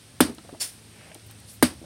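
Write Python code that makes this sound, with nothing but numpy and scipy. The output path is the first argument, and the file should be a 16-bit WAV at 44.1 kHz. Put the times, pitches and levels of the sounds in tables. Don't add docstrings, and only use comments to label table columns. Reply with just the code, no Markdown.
import sys
import numpy as np
from scipy import signal
from scipy.fft import rfft, irfft, next_fast_len
from scipy.io import wavfile
from scipy.ndimage import map_coordinates

SR = 44100
rng = np.random.default_rng(int(sys.argv[2]) if len(sys.argv) > 2 else 0)


def to_wav(s):
    ch = np.atleast_2d(s).T
    pcm = np.round(np.clip(ch, -1, 1) * 32767)
    wavfile.write(sys.argv[1], SR, pcm.astype(np.int16))


N = 81585
T = np.arange(N) / SR


def amp(db):
    return 10 ** (np.asarray(db) / 20)


def unit(x):
    return x / np.sqrt(np.mean(x ** 2) + 1e-20)


def filtered(x, response):
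    m = next_fast_len(len(x) + SR // 4)
    hz = np.fft.rfftfreq(m, 1 / SR) + 1
    return irfft(rfft(x, m) * response(hz), m)[:len(x)]


def white():
    return rng.standard_normal(N)


def resonated(response, source=None):
    return unit(filtered(white() if source is None else source, response))


def coloured(points, source=None):
    f, level = np.transpose(points)
    return resonated(lambda hz: amp(np.interp(np.log(hz), np.log(f), level)), source)


def band(f, hz, octaves):
    return np.exp(-.5 * (np.log2(f / hz) / octaves) ** 2)


def wobble(rate):
    knots = rng.standard_normal(int(N * rate / SR) + 4)
    return map_coordinates(knots, [T * rate])


def shape(s, rise, hold, t60):
    u = T - s
    return np.clip(u / rise, 0, 1) * amp(-60 * np.clip(u - rise - hold, 0, None) / t60)


GRIT_PER_S, GRIT_DB = 4000, 2.5


def grit():
    clicks = rng.random(N) < GRIT_PER_S / SR
    return clicks * amp(GRIT_DB * rng.standard_normal(N)) * rng.standard_normal(N)


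# [t/s, body level/dB, body pitch factor, crunch level/dB, crunch hold/s,
# boom level/dB, wall ping f/Hz]
BLOWS = [(0.2045, -9.5, 0.96, -12.5, 0.0048, -33.5, 3520), (1.6255, -9, 0.96, -12.5, 0.0053, -40.5, 4810)]
BODY_SHARP = 5


def landings():
    out = np.zeros(N)
    for s, body_db, pitch, crunch_db, hold, boom_db, ping_hz in BLOWS:
        out += amp(body_db) * ring(s, pitch, BODY_SHARP, 1, lambda f, level: 1)
        out += amp(crunch_db) * (crunch(s, hold) + wall_ping(s, ping_hz) + splash(s))
        out += amp(boom_db) * boom(s)
    return out


# [f/Hz, level/dB, t60/s]
BODY_MODES = [(88.5, -7.5, 0.12), (182.4, -3, 0.094), (254.8, 3.5, 0.098), (282, -3, 0.025),
              (322, -4.5, 0.135), (429, -1.5, 0.037), (618, -9, 0.086), (766, -16.5, 0.055),
              (1010, -26, 0.033), (1360, -25, 0.088), (1557, -1.5, 0.017)]
SINK_S, GLIDING_HZ = 0.001507, 380
LATE_HZ, LATE_CYCLES = 200, 1.3
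ATTACK_S, MODE_SCATTER_DB = 0.00075, .8


def ring(s, pitch, sharp, damp, weight):
    u = np.clip(T - s, 0, None)
    ahead = sharp * SINK_S * (1 - np.exp(-u / SINK_S))
    out = np.zeros(N)
    for hz, db, t60 in BODY_MODES:
        late = hz < LATE_HZ
        if late:
            rise = (1 - np.exp(-u * hz / LATE_CYCLES)) ** 2
        else:
            rise = 1 - np.exp(-u / ATTACK_S)
        level = db + rng.normal(0, MODE_SCATTER_DB) - 60 * u / (damp * t60)
        glides = hz < GLIDING_HZ and not late
        phase = 2 * np.pi * hz * pitch * (u + ahead * glides)
        out -= rise * amp(level) * weight(hz, db) * np.sin(phase)
    return out


# [f/Hz, relative level/dB per Hz]
CRUNCH_SPECTRUM = [(290, -8.5), (600, -9), (1100, -19.5), (1600, -7.5), (2400, -19.5), (4500, -23),
                   (7300, -28), (8200, -14.5), (9700, -13.5), (11500, -16.5), (15100, -24), (16000, -34)]


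def crunch(s, hold):
    return shape(s, 0.00039, hold, t60=0.025) * coloured(CRUNCH_SPECTRUM)


PING_DB, PING_DELAY_S, PING_OCTAVES = -11.5, 0.0027, 0.042


def wall_ping(s, hz):
    envelope = shape(s + PING_DELAY_S, 0.0022, 0.0034, t60=0.024)
    return amp(PING_DB) * envelope * resonated(lambda f: band(f, hz, PING_OCTAVES))


# [f/Hz, relative level/dB per Hz]
SPLASH_SPECTRUM = [(240, -33), (500, -5), (1500, -5.5), (3500, -7.5), (4900, -4.5), (6300, -12.5),
                   (7600, -16.5), (8300, -3), (10000, -8), (12000, -17.5), (16000, -26)]
SPLASH_DB = -11.5


def splash(s):
    source = white() + 0.41 * unit(grit())
    return amp(SPLASH_DB) * shape(s, 0.0019, 0.012, t60=.2) * coloured(SPLASH_SPECTRUM, source)


# [f/Hz, width/Hz, level/dB]
BOOM_MODES = [(262, 28, 8), (335, 47, -2.5), (398, 57, -19.5)]


def boom(s):
    def response(f):
        return sum(amp(db) * w * f / np.sqrt((c * c - f * f) ** 2 + (f * w) ** 2) for c, w, db in BOOM_MODES)
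    return shape(s, 0.022, 0.069, t60=0.19) * resonated(response)


# [f/Hz, relative level/dB per Hz]
SCRAPE_SPECTRUM = [(240, -20), (500, -13.5), (1200, -15), (2000, -10.5), (3000, -9), (6200, -8.5),
                   (7600, -14), (8400, 0), (10000, -2.5), (12000, -11.5), (16000, -16)]
# [f/Hz, width/Hz, level/dB]
BASE_RINGS = [(2740, 83, -2), (3430, 83, 2), (4540, 160, 11.5), (5320, 300, 14.5), (7170, 380, 8.5)]
SCRAPE_S, SCRAPE_DB, SCRAPE_RISE_S, SCRAPE_HOLD_S = 0.5971, -29, .016, 0.016
AFTER_DB, SING_DB = -21.5, -4.5


def scrape():
    def base(f):
        return sum(amp(db) / (1 + (2 * (f - c) / w) ** 2) for c, w, db in BASE_RINGS)
    source = white() + 0.88 * unit(grit())
    stroke = shape(SCRAPE_S, SCRAPE_RISE_S, SCRAPE_HOLD_S, t60=0.21)
    stroke += amp(AFTER_DB) * shape(SCRAPE_S, 0.025, 0.026, t60=0.65)
    sing = amp(SING_DB) * shape(SCRAPE_S, SCRAPE_RISE_S, SCRAPE_HOLD_S, t60=0.11)
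    drag = stroke * coloured(SCRAPE_SPECTRUM, source) + sing * resonated(base, source)
    return amp(SCRAPE_DB + 0.59 * wobble(150)) * drag


# [t/s, level/dB, favoured f/Hz]
FINGER_TAPS = [(0.382, -40.5, 336), (0.384, -37.5, 1020), (.448, -38, 477), (.491, -34, 766),
               (.527, -34.5, 244), (0.535, -37, 398), (.547, -35.5, 574), (1.114, -41, 620),
               (1.152, -42, 756), (1.16, -42.5, 340), (1.295, -44.5, 910), (1.816, -39, 275),
               (1.828, -38.5, 326), (1.84, -38.5, 610)]
TAP_DAMP, TAP_OCTAVES = .6, .3
PUFF_DB = -15.5


def taps():
    out = np.zeros(N)
    for s, db, hz in FINGER_TAPS:
        def favour(f, level):
            return band(f, hz, TAP_OCTAVES) * amp(-level)
        out += amp(db) * ring(s, rng.normal(1, 0.029), 0, TAP_DAMP, favour)
        puff = resonated(lambda f: band(f, 1.54 * hz, 0.75))
        out += amp(db + PUFF_DB) * shape(s, 0.0013, 0.0023, t60=.04) * puff
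    return out


# [t/s, level/dB, centre f/Hz]
WALL_CRINKLES = [(0.348, -46, 8050), (.383, -44, 3360), (1.011, -52, 1500), (1.086, -50, 1850),
                 (1.117, -43.5, 2020), (1.145, -39, 8500), (1.149, -47, 2940), (1.196, -51.5, 3820),
                 (1.311, -43.5, 10800), (1.316, -54, 10900), (1.401, -50, 10500), (1.737, -51, 9500)]


def crinkles():
    out = np.zeros(N)
    for s, db, hz in WALL_CRINKLES:
        noise = resonated(lambda f: band(f, hz, octaves=0.51))
        out += amp(db) * shape(s, 0.00028, 0.00088, t60=0.018) * noise
    return out


# [centre t/s, half length/s, level/dB, centre f/Hz, width/octaves]
SOFT_RUSTLES = [(1.046, 0.12, -54.5, 2210, 0.47), (1.06, 0.13, -57, 566, 0.71),
                (1.27, 0.01, -55, 11000, .4), (1.307, 0.019, -53.5, 2480, .8), (1.5, 0.021, -54, 5000, .4),
                (1.503, 0.03, -48.5, 9300, 0.28), (1.544, 0.029, -51.5, 10800, 0.49)]


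def rustles():
    out = np.zeros(N)
    for s, half, db, hz, octaves in SOFT_RUSTLES:
        source = white() + .5 * unit(grit())
        noise = resonated(lambda f: band(f, hz, octaves), source)
        out += amp(db + 0.56 * wobble(40.5)) * np.exp(-((T - s) / half) ** 2) * noise
    return out


PORCH_DB, PORCH_T60 = -13.5, 0.27


def porch(x):
    t = T[:SR // 3]
    tail = rng.standard_normal(len(t)) * amp(-60 * t / PORCH_T60) * (t > .005)
    return signal.fftconvolve(x, tail / np.linalg.norm(tail))[:N]


# [f/Hz, relative level/dB per Hz]
AIR_SPECTRUM = [(150, 0), (250, 1), (500, -6), (1000, -11.5), (2000, -10.5), (4500, -10), (5500, -11),
                (6500, -15), (7700, -17), (8200, -7), (9500, -10), (11000, -18.5), (12500, -22),
                (16000, -30)]
AIR_DB = -52


def hiss():
    return amp(AIR_DB + 0.53 * wobble(6.4)) * coloured(AIR_SPECTRUM)


# [f/Hz, relative level/dB per Hz]
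RUMBLE_SPECTRUM = [(18, -70), (35, -55), (60, 0.5), (90, 0.5), (120, -1.5), (180, -10), (260, -15),
                   (400, -35), (880, -120)]
# [t/s, level/dB]
RUMBLE_COURSE = [(0.0, -58.5), (0.304, -51.5), (0.906, -58.5), (1.066, -54.5), (1.168, -54), (1.556, -52.5),
                 (1.85, -47)]


def rumble():
    s, db = np.transpose(RUMBLE_COURSE)
    return amp(np.interp(T, s, db) + 1.3 * wobble(12.7)) * coloured(RUMBLE_SPECTRUM)


# [multiple of the turning rate, level/dB]
MOTOR_LINES = [(2, -56), (3, -63.5), (4, -66)]
MOTOR_HZ = 53.8


def motor():
    turn = 2 * np.pi * np.cumsum(MOTOR_HZ * (1 + 0.0102 * wobble(4.2))) / SR
    return sum(amp(db + 3.9 * wobble(6.24)) * np.sin(k * turn) for k, db in MOTOR_LINES)


def scene():
    small = taps() + crinkles() + scrape()
    near = landings() + small + amp(PORCH_DB) * porch(small) + rustles()
    return (near + hiss() + rumble() + motor())[None]


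LOW_HZ, CLIP, TOP_HZ = 60, .93, 15800


def record(dry):
    x = signal.sosfilt(signal.butter(2, LOW_HZ, "high", fs=SR, output="sos"), dry[0])
    soft = x / (1 + np.abs(x / CLIP) ** 4) ** (1 / 4)
    return filtered(soft, lambda hz: hz < TOP_HZ)[None]


dry = scene()
out = record(dry)
to_wav(out)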